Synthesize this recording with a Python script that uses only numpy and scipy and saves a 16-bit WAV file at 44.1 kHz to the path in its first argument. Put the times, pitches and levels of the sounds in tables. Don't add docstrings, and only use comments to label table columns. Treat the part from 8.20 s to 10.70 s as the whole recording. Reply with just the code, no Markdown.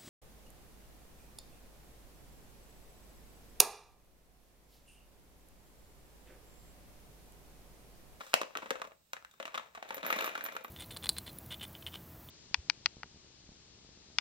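import sys
import numpy as np
from scipy import signal
from scipy.fft import rfft, irfft
from scipy.io import wavfile
from scipy.ndimage import uniform_filter1d

SR = 44100
rng = np.random.default_rng(int(sys.argv[2]) if len(sys.argv) > 2 else 0)


def generate_wav(sig):
    pcm = np.round(np.clip(np.atleast_2d(sig).T, -1, 1) * 32767).astype(np.int16)
    wavfile.write(sys.argv[1], SR, pcm)


N = 110250
FFT_SIZE = 4096
BIN_HZ = np.fft.rfftfreq(FFT_SIZE, 1 / SR)
LEFT_LAG_S = .00022
PAN_SPLIT = np.array([[.5], [-.5]])


def amp(db):
    return 10 ** (np.asarray(db) / 20)

def unit_rms(x):
    return x / np.sqrt(np.mean(x ** 2) + 1e-20)

def decay(t, t60):
    return np.exp(-np.log(1000) * t / t60)

def lookup(table, hz=BIN_HZ):
    table_hz, value = np.transpose(table)
    return np.interp(np.log(hz + 1), np.log(table_hz + 1), value)

def add(mix, start_s, sound):
    part = mix[:, round(start_s * SR):]
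    part[:, :sound.shape[1]] += sound[:, :part.shape[1]]

def convolve(x, response):
    return signal.oaconvolve(x, response, axes=1)[:, :N]

def min_phase(colour_db):
    cepstrum = irfft(np.log(amp(colour_db)))
    half = cepstrum.shape[-1] // 2
    cepstrum[..., 1:half] *= 2
    cepstrum[..., half + 1:] = 0
    return irfft(np.exp(rfft(cepstrum)))

def stereo_response(colour_db, pan):
    left, right = min_phase(colour_db + PAN_SPLIT * lookup(pan))
    left = np.pad(left, (round(LEFT_LAG_S * SR), 0))[:len(right)]
    return np.array([left, right])

def ring(modes):
    t = np.arange(SR // 2) / SR - np.array([[LEFT_LAG_S], [0]])
    out = 0
    for hz, db, t60, pan_db in modes:
        swing = np.sin(2 * np.pi * hz * np.maximum(t, 0)) * decay(t, t60)
        velocity = np.diff(swing) / (2 * np.sin(np.pi * hz / SR))
        out += amp(db + PAN_SPLIT * pan_db) * velocity
    return out

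# frequency in Hz, shared power from 0 to 1.
COHERENCE = [(200, .97), (1000, 0.74), (3000, 0.6), (6000, 0.48), (14000, 0.62)]
def burst(decay_s, first_slip=.8):
    slips = rng.standard_normal((3, FFT_SIZE)) * np.exp(-np.arange(FFT_SIZE) / SR / decay_s)
    slips /= np.linalg.norm(slips, axis=1, keepdims=True)
    slips[0, 0] += first_slip
    spectra, shared = rfft(slips), lookup(COHERENCE)
    spectrum = np.sqrt(shared) * spectra[0] + np.sqrt(1 - shared) * spectra[1:]
    power = uniform_filter1d(abs(spectrum) ** 2, size=45, axis=1)
    return irfft(spectrum * rfft(min_phase(-10 * np.log10(power + 1e-9))))

def clicks(events, colour, pan, bass_hz=550, treble_hz=4400, ring_db=8.5, ring_octaves=.16):
    out = np.zeros((2, N))
    for start_s, db, bass_db, treble_db, ring_hz, decay_s in events:
        bass = bass_db / (1 + (BIN_HZ / bass_hz) ** 4)
        treble = treble_db / (1 + (treble_hz / (BIN_HZ + 1)) ** 4)
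        resonance = ring_db * np.exp(-.5 * (np.log2((BIN_HZ + 1) / ring_hz) / ring_octaves) ** 2)
        body = stereo_response(lookup(colour) + bass + treble + resonance, pan)
        click = convolve(burst(decay_s), body)
        click *= np.sqrt(2 * .01 * SR / np.sum(click ** 2))
        add(out, start_s, amp(db) * click)
    return out

def grains(levels, colour, pan, per_s, decay_s, kinds=16):
    size_db = -np.minimum(rng.exponential(1, N), 2)
    hits = amp(size_db) * (rng.random(N) < per_s / SR)
    kind = rng.integers(0, kinds, N)
    level_db = np.interp(np.arange(N) / SR, *np.transpose(levels), left=-120, right=-120)
    hits = unit_rms(hits) * amp(level_db)
    patter = sum(convolve((hits * (kind == k))[None], burst(decay_s)) for k in range(kinds))
    body = stereo_response(lookup(colour), pan)
    return convolve(patter, body / np.linalg.norm(body[0]))


# frequency in Hz, relative density in dB.
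FLOOR_COLOUR = [(20, -10.5), (60, 1), (120, -4), (250, -7.5), (600, -18), (1500, -20.5), (4000, -16),
                (6000, -18), (7700, -14), (9500, -24.5), (15500, -19)]
def noise_floor(level_db=-70):
    hz = np.fft.rfftfreq(N, 1 / SR)
    noise = rfft(rng.standard_normal((3, N)))
    shared = .64 / (1 + hz / 800)
    spectrum = np.sqrt(shared) * noise[0] + np.sqrt(1 - shared) * noise[1:]
    pan_db = PAN_SPLIT * lookup([(4000, -.5), (10000, -3), (14000, -13)], hz)
    spectrum *= amp(lookup(FLOOR_COLOUR, hz) + pan_db)
    return amp(level_db) * unit_rms(irfft(spectrum, N))


# frequency in Hz, t60 in seconds.
TAIL_T60_S = [(150, 0.04), (600, 0.34), (1500, 0.29), (3000, 0.27), (6000, 0.38), (14000, .19)]
# frequency in Hz, gain in dB.
TAIL_DB = [(100, -8.5), (300, -3.5), (700, -5), (1300, -11), (2500, -7.5), (4000, -10.5), (8000, -11.5),
           (15000, -12)]
# left and right delay in seconds, gain in dB.
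ECHOES = [(.0021, 0.0026, -20.5), (.0058, 0.0054, -22), (.0093, 0.0088, -20), (.0128, 0.015, -25),
          (.0172, 0.011, -27.5), (0.0294, 0.035, -30)]
def room(dry, frame=256, build_s=.0068):
    hz, t, noise = signal.stft(rng.standard_normal((2, SR)), SR, nperseg=frame)
    t60 = lookup(TAIL_T60_S, hz)[:, None]
    gain = np.sqrt(2 * np.log(1000) / t60 / SR) * amp(lookup(TAIL_DB, hz))[:, None]
    response = signal.istft(noise * decay(t, t60) * gain, SR, nperseg=frame)[1]
    response *= np.minimum(np.arange(response.shape[1]) / SR / build_s, 1)
    for left_s, right_s, db in ECHOES:
        response[0, round(left_s * SR)] += amp(db)
        response[1, round(right_s * SR)] += amp(db)
    return convolve(dry, response)


# start in seconds, level, bass and treble in dB, ring in Hz, decay in seconds.
SNAPS = [(0.0075, -43, 7, -4, 1320, 0.0057), (0.0125, -45, -5, -1, 1290.0, 0.0029),
         (0.0663, -53, 8, 16, 1400, 0.0059), (0.1336, -37.5, -19, -1, 1420, 0.0017),
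         (0.1403, -20, 0.5, 8.5, 2710.0, 0.0017), (0.215, -31.5, 11, 7.5, 1100, 0.0038),
         (0.353, -35, -14, -9.5, 1320, 0.0061), (0.3615, -46.5, 29, -18, 1520, 0.0049),
         (0.3721, -36.5, -2, 10, 3120, 0.0015), (0.386, -46, 10, -9, 1376, 0.0048),
         (0.4215, -45, 3, -5, 1060.0, 0.0046), (0.4275, -41.5, 9, -10, 1050, 0.0071),
         (0.4594, -45, 8, -2, 1146, 0.0049), (0.5061, -31, -4, 8, 1550, 0.0018),
         (0.5092, -32, 8.5, -0.5, 520, 0.0034), (0.5556, -41.5, 5.5, -3, 1280, 0.0063),
         (0.6176, -36, 0.5, 2, 1150, 0.0027), (0.6424, -48, 2, 3, 1090, 0.006),
         (0.65, -49, 5, -3, 1140.0, 0.005), (0.6734, -53, 14.5, 12, 600.0, 0.0045),
         (0.7187, -55, 7, -9, 670.0, 0.0044), (0.9325, -36.5, -5, 9, 1300, 0.0028),
         (0.9666, -44.5, -7.5, -3, 1750, 0.0081), (1.0481, -48, -23, 2.5, 1500, 0.0017),
         (1.1123, -62, -12, 20, 3600, 0.0043), (1.139, -63, 3, 12, 1160.0, 0.0043),
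         (1.2006, -38.5, 3, -0.5, 552, 0.0087), (1.2275, -44.5, -9, 4, 3100, 0.003),
         (1.2542, -40, 5, 6, 2610.0, 0.0043), (1.2693, -52, -9, 11, 1200, 0.005),
         (1.2787, -43.5, -2, 0, 1200, 0.005), (1.3435, -38.5, -13, 0, 1106, 0.0046),
         (1.3485, -38.5, -13, -9, 3350, 0.002), (1.3544, -38.5, -0.5, 4, 1220, 0.0054),
         (1.3766, -35, -12, 0, 1284, 0.0036), (1.3795, -38.5, -1.5, 1.5, 3450, 0.0025),
         (1.3961, -44.5, 0, -3, 1030, 0.0041), (1.5499, -44.5, -4, 5, 1120, 0.011),
         (1.5749, -45, 2, -7, 690, 0.0041), (1.6266, -41, 1, -1, 720, 0.0034),
         (1.6559, -54, 12, -5, 650, 0.0055)]
# frequency in Hz, level in dB, t60 in seconds, left minus right in dB.
POP_MODES = [(740, -25, .022, 2), (2710, -20.5, .012, 5), (3980, -22, .008, 8.5), (4620, -23, 0.0078, -9.5),
             (8570, -28, 0.0068, 0.5)]
# time in seconds, level in dB.
RUSTLE_DB = [(0, -53.5), (.12, -64), (.3, -63), (.42, -59), (.5, -52), (.66, -68.5), (.76, -89), (1.0, -76),
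             (1.18, -72.5), (1.27, -60.5), (1.42, -51.5), (1.52, -70), (1.62, -58.5), (1.7, -53.5)]
SLIDE_DB = [(0, -58.5), (.12, -59.5), (.25, -78), (.45, -66), (.62, -75), (.75, -87.5)]
# frequency in Hz, relative density in dB.
POUCH_COLOUR = [(40, -39.5), (110, -22.5), (200, -7), (350, -5.5), (600, 2.5), (1200, 3.5), (2000, 2.5),
                (2800, -3), (3700, -7), (5000, -16), (6500, -11.5), (8500, -23), (11000, -25.5),
                (15500, -27.5)]
FILM_COLOUR = [(100, -14.5), (1000, -0.5), (3500, -1.5), (7000, -1.5), (10000, -9), (15000, -6.5)]
# frequency in Hz, left minus right in dB.
POUCH_PAN = [(60, 1), (99, 0.5), (160, 1.5), (270, -5), (450, 6.5), (740, 2), (1220, 1.5), (2010, 6),
             (3330, -0.5), (5500, -4.5), (9080, -0.5), (15000, -4.5)]
def pouch(pop_s=.1403):
    snaps = clicks(SNAPS, POUCH_COLOUR, POUCH_PAN)
    add(snaps, pop_s, ring(POP_MODES))
    rustle = grains(RUSTLE_DB, POUCH_COLOUR, POUCH_PAN, per_s=350, decay_s=.0024)
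    slide = grains(SLIDE_DB, FILM_COLOUR, POUCH_PAN, per_s=2500, decay_s=.0025, kinds=6)
    return snaps + rustle + slide


# start in seconds, gain in dB.
PINGS = [(1.7448, -39.5), (1.8644, -36), (1.9045, -38.5), (1.964, -46), (2.008, -43), (2.044, -42),
         (2.0594, -39.5), (2.2397, -33), (2.2868, -65), (2.3286, -57), (2.354, -54), (2.385, -69),
         (2.44, -47), (2.4815, -61)]
# frequency in Hz, gain in dB, t60 in seconds, left minus right in dB.
PING_MODES = [(2412, -32, .8, 0), (10830, -15, .12, -6.5), (11000, -20, .1, 4), (14486, -1, .07, -11.5)]
RIM_MODES = [(3612, -73, .7, 0)]
# frequency in Hz, gain in dB.
TICK_COLOUR = [(100, -24), (600, -1), (3000, -16), (7000, -1), (12000, 12), (15000, 4)]
# frequency in Hz, left minus right in dB.
PELLET_PAN = [(200, -2), (600, 7.5), (1300, -1), (2700, 5), (3800, -1), (5000, -3.5), (8000, -4.5),
              (11000, 0), (15000, -1.5)]
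def bowl(brush_s=1.1123, tick_gain_db=4.5):
    out = np.zeros((2, N))
    add(out, brush_s, ring(RIM_MODES))
    ping = ring(PING_MODES)
    glaze = stereo_response(lookup(TICK_COLOUR), PELLET_PAN)
    for start_s, db in PINGS:
        tick = convolve(burst(decay_s=.0022), glaze)
        add(out, start_s, amp(db + tick_gain_db) * tick)
        add(out, start_s, amp(db) * ping)
    return out


# start in seconds, level, bass and treble in dB, ring in Hz, decay in seconds.
KNOCKS = [(1.6896, -53, -16, 15, 3980.0, 0.0041), (1.7066, -36.5, -0.5, -4.5, 814, 0.004),
          (1.7283, -48.5, 4, -2, 1180.0, 0.005), (1.7448, -42.5, 1, 9, 1990, 0.0024),
          (1.7691, -44.5, 20.5, 18, 536, 0.005), (1.7805, -43, 6, 1, 544, 0.003),
          (1.8301, -41, 1, -1, 3900, 0.0027), (1.837, -40.5, 11, -8, 1133, 0.0062),
          (1.8487, -39.5, 7, 1, 1150, 0.0059), (1.8558, -40, 4, 0, 1120, 0.003),
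          (1.8648, -37, 2, 4, 1940.0, 0.002), (1.878, -39.5, 5.5, -7, 1530, 0.0078),
          (1.9033, -28, -3.5, -3, 1210, 0.0061), (1.927, -28, -3, 3, 2070, 0.004),
          (1.9615, -39, 15, 9, 1140.0, 0.0057), (1.9881, -34.5, 0, 2.5, 3850, 0.0044),
          (2.0085, -33, -7, 2, 2600, 0.004), (2.0231, -36.5, 7.5, 4, 1370, 0.0054),
          (2.0319, -42, -2, -9, 1208, 0.005), (2.0434, -34.5, -4, 7, 1240, 0.0061),
          (2.0582, -43, -9, -3, 1120.0, 0.0039), (2.066, -40, -9, 9, 2560, 0.0099),
          (2.0773, -36.5, 5.5, -5, 1150, 0.0046), (2.092, -44, 3, 4, 2760, 0.0046),
          (2.1529, -34, -6, -2.5, 1480, 0.005), (2.1776, -39.5, 5.5, 4, 1180, 0.0053),
          (2.2089, -39.5, -29, -4, 1660.0, 0.0045), (2.2395, -48, 7, 4, 1635, 0.0026),
          (2.252, -40.5, 2, 4, 1670, 0.0058), (2.2625, -39.5, -16, 6, 1170, 0.0046),
          (2.2868, -40.5, -3, -9, 1970, 0.005), (2.3221, -46.5, 3, 6.5, 1250, 0.0045),
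          (2.3519, -45, 10, -4, 1060.0, 0.0055), (2.3654, -36, -4.5, 0.5, 1370, 0.0035),
          (2.4095, -54, 14, 8, 550, 0.004), (2.4467, -41, 3.5, -3, 1190, 0.0042),
          (2.4815, -54, 12, 9, 1310.0, 0.0071)]
# time in seconds, level in dB.
FLOW_DB = [(1.6, -72), (1.72, -50.5), (1.8, -52.5), (1.87, -42), (1.97, -39.5), (2.07, -41.5), (2.12, -46),
           (2.17, -49.5), (2.3, -51.5), (2.42, -57), (2.5, -70)]
# frequency in Hz, relative density in dB.
PELLET_COLOUR = [(40, -31), (110, -21.5), (200, -6), (350, -4), (600, 1.5), (1200, 3), (2000, 3),
                 (2800, -3.5), (3700, -7), (5000, -16.5), (6500, -12), (8500, -25.5), (11000, -21.5),
                 (15500, -22)]
# frequency in Hz, gain in dB, t60 in seconds.
HUM_MODES = [(2412, -52, .9), (3740, -59, .35), (7100, -53, .2), (10830, -40, .12), (11130, -42, .1),
             (14486, -54, .07)]
def pellets():
    knocks = clicks(KNOCKS, PELLET_COLOUR, PELLET_PAN)
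    patter = grains(FLOW_DB, PELLET_COLOUR, PELLET_PAN, per_s=600, decay_s=.0015)
    clatter = knocks + patter
    t = np.arange(SR // 2) / SR
    hum = sum(amp(db) * np.sin(2 * np.pi * hz * t) * decay(t, t60) for hz, db, t60 in HUM_MODES)
    return clatter + convolve(clatter, hum[None])


def scene():
    direct = pouch() + pellets() + bowl()
    return direct + room(direct) + noise_floor()


# frequency in Hz, gain in dB.
MIC_COLOUR = [(20, -2.5), (200, 0), (400, -1.5), (520, 2), (800, -1), (1300, 0.5), (2000, -2), (2750, 1.5),
              (3200, -2.5), (3800, 2.5), (4500, -1.5), (5400, 0.5), (6400, -3), (7400, 0), (8600, 1),
              (10000, -1), (13000, -0.5), (15500, 0.5)]
CUTOFF_HZ = 15950
def record(dry):
    coloured = convolve(dry, min_phase(lookup(MIC_COLOUR))[None])
    lowpass = signal.firwin(255, CUTOFF_HZ, window=("kaiser", 9), fs=SR)
    return signal.oaconvolve(coloured, lowpass[None], "same")


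dry = scene()
out = record(dry)
generate_wav(out)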